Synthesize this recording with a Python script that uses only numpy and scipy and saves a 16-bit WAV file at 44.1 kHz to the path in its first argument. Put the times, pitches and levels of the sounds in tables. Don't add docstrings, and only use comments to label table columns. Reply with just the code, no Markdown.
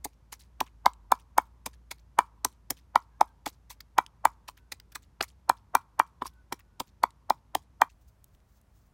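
import sys
import numpy as np
from scipy import signal
from scipy.fft import rfft, irfft, next_fast_len
from scipy.io import wavfile
from scipy.ndimage import uniform_filter1d, minimum_filter1d

SR = 44100
rng = np.random.default_rng(int(sys.argv[2]) if len(sys.argv) > 2 else 0)


def generate_wav(sig):
    pcm = np.round(np.clip(np.atleast_2d(sig).T, -1, 1) * 32767).astype(np.int16)
    wavfile.write(sys.argv[1], SR, pcm)


N = 393813
TIME = np.arange(N) / SR
AGE = TIME[:SR // 6]

CUSHIONED_DB, BARE_DB = -25.5, -12


def cushioning(knock_db):
    return np.clip((BARE_DB - knock_db) / (BARE_DB - CUSHIONED_DB), 0, 1)


THUD_DB, FULL_FORCE_DB, THUD_SLOPE, CRUNCH_FORCE_SHARE = -29.5, -22.5, 3, 0.64
ROCK_S, ROCK_LOSS_DB, CUSHION_SETTLE_DB, CUSHION_SOFTENS_DB = .0072, 7, 10.5, 0.5
# pitch in Hz, relative level in dB, time to fade by 60 dB in seconds.
BOWL_CLACK_TONES = [(1307, 3, .017), (1590, -1.5, 0.015), (1912, -4, 0.02), (2320, -13.5, 0.037),
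                    (3096, -22, 0.029), (3580, -20.5, 0.025)]
# pitch in Hz, relative level in dB, time to fade by 60 dB in seconds.
GROUND_THUD_TONES = [(111, -16, .04), (226, -10, 0.032), (270, 0.5, 0.023), (430.3, 1.5, 0.013),
                     (505, -0.5, .015)]
# time of the knock in seconds, knock level in dB before cushioning
# softens it, knock pitch in Hz, clack level in dB, crunch level in dB, lead of the crunch in seconds
# (negative when it follows the knock), crunch brightness in dB.
STROKES = [(0.0542, -26, 835, -53, -23, 0.0049, 6.5), (0.327, -38, 980, -44.5, -31, -0.0018, 2.5),
           (.611, -13.5, 903, -30.5, -19.5, 0.0042, -9), (.863, -.5, 928, -13.5, -16, 0.0026, -8),
           (1.121, -3, 924, -14, -19.5, 0.00097, 5.5), (1.3826, -3, 911, -13, -19, 0.0018, 4),
           (1.6639, -27, 940, -37.5, -23, 0.000097, -0.5), (1.9169, -36, 900, -41.5, -26, 0.0021, -6.5),
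           (2.1892, 1.5, 945, -7.5, -18, -0.000048, 0.5), (2.451, -16.5, 965, -29, -12.5, 0.0022, 5),
           (2.7073, -30, 770, -39, -16, 0.00055, 4.5), (2.9582, -2, 943, -10.5, -23, -0.00012, -4),
           (3.2124, -2, 862, -19.5, -21.5, 0.001, -3), (3.4667, -21.5, 827, -31.5, -23.5, .0035, -6.5),
           (3.7075, -40.5, 934, -64, -35, .001, 2.5), (3.9856, -2, 917, -10, -19, 0.002, -5),
           (4.254, -1.5, 920, -10.5, -19.5, 0.00061, 3.5), (4.4878, -32, 988, -40, -33, 0.0012, -5),
           (4.7254, -41, 860, -54.5, -25, 0.002, -3), (4.9585, -34, 1040, -29.5, -27.5, 0.0022, -1.5),
           (5.2098, -21, 768, -24, -16, -0.00077, -21.5), (5.4976, -3, 908, -12, -18.5, .002, 3),
           (5.7521, -1, 939, -8.5, -16, -0.00025, 5), (5.9985, -2, 963, -8.5, -23, 0.0026, 1),
           (6.22, -18.5, 1020, -33.5, -37, -0.0019, -19), (6.2559, -28, 1044, -51, -41.5, 0, -7),
           (6.5237, -22, 920, -29, -25, -.0036, -2), (6.804, -23, 940, -38.5, -23, 0.0016, -2.5),
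           (7.0371, -5.5, 961, -16, -23.5, 0.0014, -1), (7.3048, -6.5, 875, -22, -22.5, 0.0036, -1),
           (7.5528, -12.5, 824, -30.5, -18.5, 0.0015, -4.5), (7.8184, -2, 920, -7.5, -22.5, 0.0012, 3.5)]


def knocks(swell_db, swell_s, bounce_db, bounce_s):
    out = np.zeros(N)
    for s, knock_db, hz, clack_db, crunch_db, _, _ in STROKES:
        cushion = cushioning(knock_db)
        force = np.hypot(from_db(knock_db), CRUNCH_FORCE_SHARE * from_db(crunch_db))
        force_db = 20 * np.log10(force)
        thud_db = THUD_DB + THUD_SLOPE * min(force_db - FULL_FORCE_DB, 0)

        note_level = from_db(knock_db - CUSHION_SOFTENS_DB * cushion)
        note = note_level * unit_burst(ring(hz, t60=0.0091, rise_s=0.0021))
        add(out, s - .0003, note)

        settle_s = bounce_s * (1 + 0.092 * rng.normal() + .6 * cushion)
        add(out, s + settle_s, from_db(bounce_db + CUSHION_SETTLE_DB * cushion) * note)

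        noise = colour(grains(len(AGE), uneven_db=5.0),
                       [(300, -28.5), (700, -5.5), (950, -2), (1300, -10.5), (3000, -37), (7000, -68.5)])
        growth = np.exp(-(AGE[::-1] / swell_s) ** 1.3)
        add(out, s - len(AGE) / SR, from_db(knock_db + swell_db) * unit_burst(noise * growth))

        clack = struck(BOWL_CLACK_TONES, rise_s=0.0006, vary_db=1.3, detune=.04)
        add(out, s - .0005, from_db(clack_db) * clack)
        for rock in range(3):
            rock_s = rock * ROCK_S * rng.uniform(.85, 1.15)
            thud = struck(GROUND_THUD_TONES, rise_s=0.00039, vary_db=2.57, detune=.035)
            add(out, s + rock_s, from_db(thud_db - rock * ROCK_LOSS_DB) * thud)
    return out


def struck(modes, rise_s, vary_db, detune):
    total = 0
    for k, (hz, db, t60) in enumerate(modes):
        level = from_db(db + vary_db * rng.normal())
        tone = ring(hz * (1 + detune * rng.normal()), t60, rise_s)
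        total = total + (-1) ** k * level * tone
    return unit_burst(total)


def ring(hz, t60, rise_s):
    fade = from_db(-60 * AGE / t60)
    build_up = 1 - np.exp(-(AGE / rise_s) ** 2)
    return np.sin(2 * np.pi * hz * AGE) * fade * build_up


POP_CYCLES = 22
CRUNCH_DB, CRUNCH_SPREAD_S, SPREAD_HALVES_DB, CUSHION_DRAG = -19.5, .00095, 16.5, 0.84
POCKET_HZ, POCKET_SCATTER_DB, POCKET_Q = 3400, 2.04, 11
SQUELCH_DB, SQUELCH_FOLLOWS, CUSHION_DAMPS_DB = -41.5, 0.64, 3
CHURN_DB, CHURN_FOLLOWS, CHURN_T60_S = -36.5, 0.26, .05
# pitch in Hz, relative level in dB.
WET_FOOD_COLOUR = [(300, -15), (600, -2), (950, 1), (1500, -3.5), (2200, 1), (2900, -4.5), (3700, -1),
                   (6000, -0.5), (9000, -3.5), (11000, -5), (15000, -6.5), (17000, -10.5)]


def crunches(squelch_t60, rise_share, fall_share, pocket_db, wall_db, top_db):
    out = np.zeros(N)
    burst_lead_s = .012
    since = AGE - burst_lead_s
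    for s, knock_db, _, _, level_db, lead_s, bright_db in STROKES:
        cushion = cushioning(knock_db)
        extra_db = level_db - CRUNCH_DB
        drag = 1 + CUSHION_DRAG * cushion
        spread_s = CRUNCH_SPREAD_S * 2 ** (-extra_db / SPREAD_HALVES_DB) * drag
        along = since / spread_s
        crowd = np.exp(np.where(along < 0, -(along / rise_share) ** 2, -along / fall_share))

        dry_clicks = rms_one(grains(len(AGE), uneven_db=3.5))
        fractures = dry_clicks + 0.72 * wet_pops(per_s=4100, cycles=POP_CYCLES, uneven_db=3.5)
        crack = colour(crowd * fractures, WET_FOOD_COLOUR)
        crack = colour(crack, [(4000, 0.0012), (7000, bright_db), (9500, bright_db),
                               (12500, bright_db + top_db)])
        pocket_hz = POCKET_HZ * from_db(POCKET_SCATTER_DB * rng.normal())
        crack = crack + from_db(pocket_db) * resonance(crack, pocket_hz, POCKET_Q)

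        juice = fizz(since, squelch_t60, per_s=6000)
        churn = fizz(since, CHURN_T60_S, per_s=1800)
        juice_db = SQUELCH_DB + SQUELCH_FOLLOWS * extra_db - CUSHION_DAMPS_DB * cushion
        churn_level = cushion * from_db(CHURN_DB + CHURN_FOLLOWS * extra_db)

        lag = round(rng.uniform(.0004, 0.00092) * SR)
        layers = ((crack, from_db(level_db)), (juice, from_db(juice_db)), (churn, churn_level))
        for sound, gain in layers:
            reflected = from_db(wall_db) * np.roll(sound, lag)
            add(out, s - lead_s - burst_lead_s, gain * unit_burst(sound + reflected))
    return out


def fizz(since, t60, per_s):
    fade = (since > 0) * from_db(-60 * abs(since) / t60)
    return colour(fade * wet_pops(per_s, cycles=POP_CYCLES, uneven_db=3.5), WET_FOOD_COLOUR)


def wet_pops(per_s, cycles, uneven_db):
    pitches = np.geomspace(900, 15000, num=18)
    pops = (rng.random(len(AGE)) < per_s / SR) * grains(len(AGE), uneven_db)
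    dealt = rng.integers(0, len(pitches), len(AGE))
    out = 0
    for k, hz in enumerate(pitches * from_db(rng.random())):
        r = from_db(-60 * hz / (cycles * SR))
        w = 2 * np.pi * hz / SR
        ringing = [1, -2 * r * np.cos(w), r * r]
        out = out + signal.lfilter([0, hz * np.sin(w)], ringing, pops * (dealt == k) + 1e-18)
    faint_noise = .1 * np.std(out) * rng.standard_normal(len(AGE))
    return rms_one(out + faint_noise)


def resonance(x, hz, q):
    b, a = signal.iirpeak(min(hz, SR / 3), max(q, 1), fs=SR)
    return signal.lfilter(b, a, x)


LIFT_S, LIFT_SCATTER_S, LIFT_DB, LIFT_SCATTER_DB, LIFT_HZ, LIFT_SWELL_S = .064, .005, -59, 4, 3800, .008
CUSHION_STICKS_DB = 2.5
# start in seconds, level in dB, centre pitch in Hz, swell in seconds.
LOUD_SMACKS = [(0.3947, -44.5, 4260, 0.015), (0.664, -46.5, 2020, .0075), (0.9384, -49, 4080, 0.0011),
               (1.7343, -50.5, 3050, 0.0061), (2.768, -48, 3590, 0.0114), (3.8071, -35.5, 3010, .0022),
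               (4.067, -39.5, 3400, 0.0012), (4.5722, -47.5, 2470, 0.0066), (4.802, -42, 2540, 0.0016),
               (4.9223, -46, 1620, 0.0037), (5.2798, -47.5, 4600, 0.01), (6.594, -45.5, 1880, 0.0053),
               (7.108, -53, 3890, .0015)]


def smacks():
    out = np.zeros(N)
    for s, level_db, hz, swell_s in LOUD_SMACKS:
        add(out, s - .004, wet_swell(level_db, hz, swell_s))
    chances = rng.standard_normal((len(STROKES), 2))
    for (s, knock_db, *_), (late, loud) in zip(STROKES, chances):
        has_loud_smack = any(0 < smack[0] - s < 2 * LIFT_S for smack in LOUD_SMACKS)
        if not has_loud_smack:
            level_db = LIFT_DB + CUSHION_STICKS_DB * cushioning(knock_db) + LIFT_SCATTER_DB * loud
            add(out, s + LIFT_S + LIFT_SCATTER_S * late, wet_swell(level_db, LIFT_HZ, LIFT_SWELL_S))
    return out


def wet_swell(level_db, hz, swell_s):
    pops = wet_pops(per_s=3000, cycles=POP_CYCLES, uneven_db=2.5)
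    return from_db(level_db) * around(swell_shape(swell_s) * pops, hz)


def swell_shape(swell_s):
    return AGE * np.exp(-AGE / max(swell_s, .0005))


def around(x, hz):
    return unit_burst(colour(x, [(hz / 5, -18), (hz / 2, -4), (hz, 0), (hz * 2, -6), (hz * 4, -14)]))


# start in seconds, level in dB, swell in seconds.
PASTE_SQUIRTS = [(0.328, -37.5, 0.0055), (3.468, -30, 0.0061), (3.706, -38, 0.0072), (5.223, -23.5, 0.0045),
                 (6.261, -32, 0.0054)]


def squirts():
    out = np.zeros(N)
    for s, level_db, swell_s in PASTE_SQUIRTS:
        pops = wet_pops(per_s=5000, cycles=POP_CYCLES, uneven_db=3.5)
        hiss = colour(swell_shape(swell_s) * pops, WET_FOOD_COLOUR)
        add(out, s, from_db(level_db) * unit_burst(hiss))
    return out


# pitch in Hz, relative level in dB.
OUTDOOR_ECHO_COLOUR = [(150, -4), (500, -6.5), (850, -5), (1100, -0.5), (1400, -1.5), (1800, -5.5),
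                       (2300, -2), (3200, -3.5), (8000, -7.5), (16000, -12.5)]


def surroundings(x, early_db, early_t60, late_db, late_t60, slap_db, slap_s):
    age = TIME[:SR // 2]
    early = rng.standard_normal(len(age)) * from_db(-60 * age / early_t60) * (age > .004)
    late = rng.standard_normal(len(age)) * from_db(-60 * age / late_t60) * (age > .025)
    echo = from_db(early_db) * early / np.linalg.norm(early)
    tail = colour(late / np.linalg.norm(late),
                  [(400, -7.5), (750, -2), (1050, -1.5), (1600, -4.0), (4000, -8.0)])
    echo += from_db(late_db) * tail
    echo[round(slap_s * SR)] += from_db(slap_db)
    return signal.fftconvolve(x, colour(echo, OUTDOOR_ECHO_COLOUR))[:N]


# start in seconds, length in seconds, level in dB before the overall rustle level and unevenness.
KNIFE_SLICES = [(7.99, .18, -76), (8.232, .14, -78), (8.457, .17, -76.5), (8.66, 0.28, -75.5)]
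# start in seconds, level in dB, centre pitch in Hz.
BLADE_TICKS = [(8.2426, -45.5, 12000), (8.349, -63.5, 3800), (8.403, -68, 2396), (8.614, -61, 13000)]
# pitch in Hz, relative level in dB.
RUBBING_COLOUR = [(1500, -12), (3500, -4), (6500, 2), (10000, -8), (16000, 3)]


def knife_work(rustle_db, uneven_db):
    cuts = 0
    for s, length, db in KNIFE_SLICES:
        along = np.clip((TIME - s) / length, 0, 1)
        cuts = cuts + from_db(db) * np.sin(np.pi * along)
    rasp = from_db(rustle_db + uneven_db * drift(rate=46))
    out = cuts * rasp * rms_one(colour(grains(N, uneven_db=5.5), RUBBING_COLOUR))
    for s, level_db, hz in BLADE_TICKS:
        tick = rng.standard_normal(len(AGE)) * np.exp(-AGE / 0.0012)
        add(out, s, from_db(level_db) * around(tick, hz))
    return out


# start in seconds, length in seconds, start pitch in Hz, end pitch in Hz,
# middle level in dB; pitch and level waver around these.
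DISTANT_CALLS = [(3.1, .13, 1660, 1650, -75), (3.24, .1, 1630, 1590, -70), (4.54, .17, 1490, 1510, -75.5),
                 (6.29, .18, 1515, 1495, -73), (6.58, .32, 1480, 1440, -77)]


def far_calls():
    out = np.zeros(N)
    for s, length, start_hz, end_hz, level_db in DISTANT_CALLS:
        along = np.clip((TIME - s) / length, 0, 1)
        glide_hz = start_hz + (end_hz - start_hz) * along
        hz = glide_hz * (1 + .025 * drift(150))
        level = from_db(level_db + 2.5 * drift(33)) * np.sin(np.pi * along)
        out += level * np.sin(2 * np.pi * np.cumsum(hz) / SR)
    return out


# time in seconds, level in dB before the overall level and waver.
DRONE_STRENGTH = [(0.0, -59.5), (1.74, -58.5), (5.59, -60), (5.64, -69.5), (6.34, -61), (8.85, -66.5),
                  (8.93, -65)]


def hum(level_db, waver_db, octave_db):
    strength_db = level_db + np.interp(TIME, *np.transpose(DRONE_STRENGTH)) + waver_db * drift(7)
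    hz = 56.6 + 3.6 * drift(6.4)
    phase = 2 * np.pi * np.cumsum(hz) / SR
    return from_db(strength_db) * rms_one(np.sin(phase) + from_db(octave_db) * np.sin(2 * phase))


# pitch in Hz, relative level in dB.
MORTAR_AIR = [(15, -32), (25, -8), (49, -3), (74, 2.5), (394, -20), (754, -24.5), (936, -21), (1440, -28),
              (2610, -35), (4140, -38), (6050, -38), (7710, -42), (11600, -44), (14400, -47.5),
              (16000, -61)]
# pitch in Hz, relative level in dB.
QUIET_SPOT_AIR = [(15, -34), (25, -7), (59, 1.5), (102, -6.5), (145, -13.5), (170, -13.5), (489, -28),
                  (659, -24), (754, -27.5), (1130, -28), (1230, -30), (2480, -38.5), (3820, -42),
                  (11600, -45), (16000, -50)]


def air(spectrum, level_db):
    rumble_cut = signal.butter(2, 45, "high", fs=SR, output="sos")
    noise = colour(rng.standard_normal(N), spectrum)
    return from_db(level_db) * rms_one(signal.sosfilt(rumble_cut, noise))


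def from_db(db):
    return 10 ** (np.asarray(db) / 20)


def rms_one(x):
    return x / np.sqrt(np.mean(x ** 2) + 1e-20)


def unit_burst(x):
    return x / np.sqrt(np.sum(x ** 2) * 1000 / SR + 1e-20)


def add(out, s, sound):
    start = round(s * SR)
    sound, start = sound[max(-start, 0):], max(start, 0)
    out[start:start + len(sound)] += sound[:max(N - start, 0)]


def colour(x, points):
    size = next_fast_len(len(x) + 2048)
    hz, db = np.transpose(points)
    bins_hz = np.fft.rfftfreq(size, 1 / SR)
    gain = from_db(np.interp(np.log(bins_hz + 1), np.log(hz), db))
    cepstrum = irfft(np.log(gain), size)
    cepstrum[1:size // 2] *= 2
    cepstrum[size // 2 + 1:] = 0
    return irfft(rfft(x, size) * np.exp(rfft(cepstrum)), size)[:len(x)]


def drift(rate):
    knots = rng.standard_normal(int(N / SR * rate) + 2)
    return np.interp(TIME * rate, np.arange(len(knots)), knots)


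def grains(size, uneven_db):
    boost_db = uneven_db * np.minimum(rng.exponential(1, size), 4)
    return rng.standard_normal(size) * from_db(boost_db)


def limiter(x, ceiling_db, release_db_per_s):
    over = np.maximum(20 * np.log10(abs(x[0]) + 1e-9) - ceiling_db, 0)
    cut = np.maximum.accumulate(over + release_db_per_s * TIME) - release_db_per_s * TIME
    gain_db = uniform_filter1d(minimum_filter1d(-cut, size=33), size=33)
    return x * from_db(gain_db)


def scene():
    mortar = knocks(swell_db=-19.5, swell_s=.0062, bounce_db=-20.0, bounce_s=.005)
    mortar += squirts() + smacks()
    mortar += crunches(squelch_t60=.135, rise_share=1.9, fall_share=1.5,
                       pocket_db=-1, wall_db=-8.5, top_db=1.27)
    echoes = surroundings(mortar, early_db=-22.5, early_t60=.14, late_db=-42, late_t60=1.0,
                          slap_db=-25.5, slap_s=0.016)
    near = (echoes + air(MORTAR_AIR, level_db=-64) + far_calls()) * (TIME < 7.888)
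    knife = knife_work(rustle_db=-0.8, uneven_db=7.5)
    far = (air(QUIET_SPOT_AIR, level_db=-62.5) + knife) * (TIME > 7.91)
    drone = hum(level_db=-1.1, waver_db=2.5, octave_db=-16.5)
    return (mortar + near + far + drone)[None]


def record(dry):
    held = limiter(dry, ceiling_db=-2.7, release_db_per_s=900)
    top_cut = signal.ellip(10, .1, 80, 16000, fs=SR, output="sos")
    return signal.sosfilt(top_cut, held)


dry = scene()
out = record(dry)
generate_wav(out)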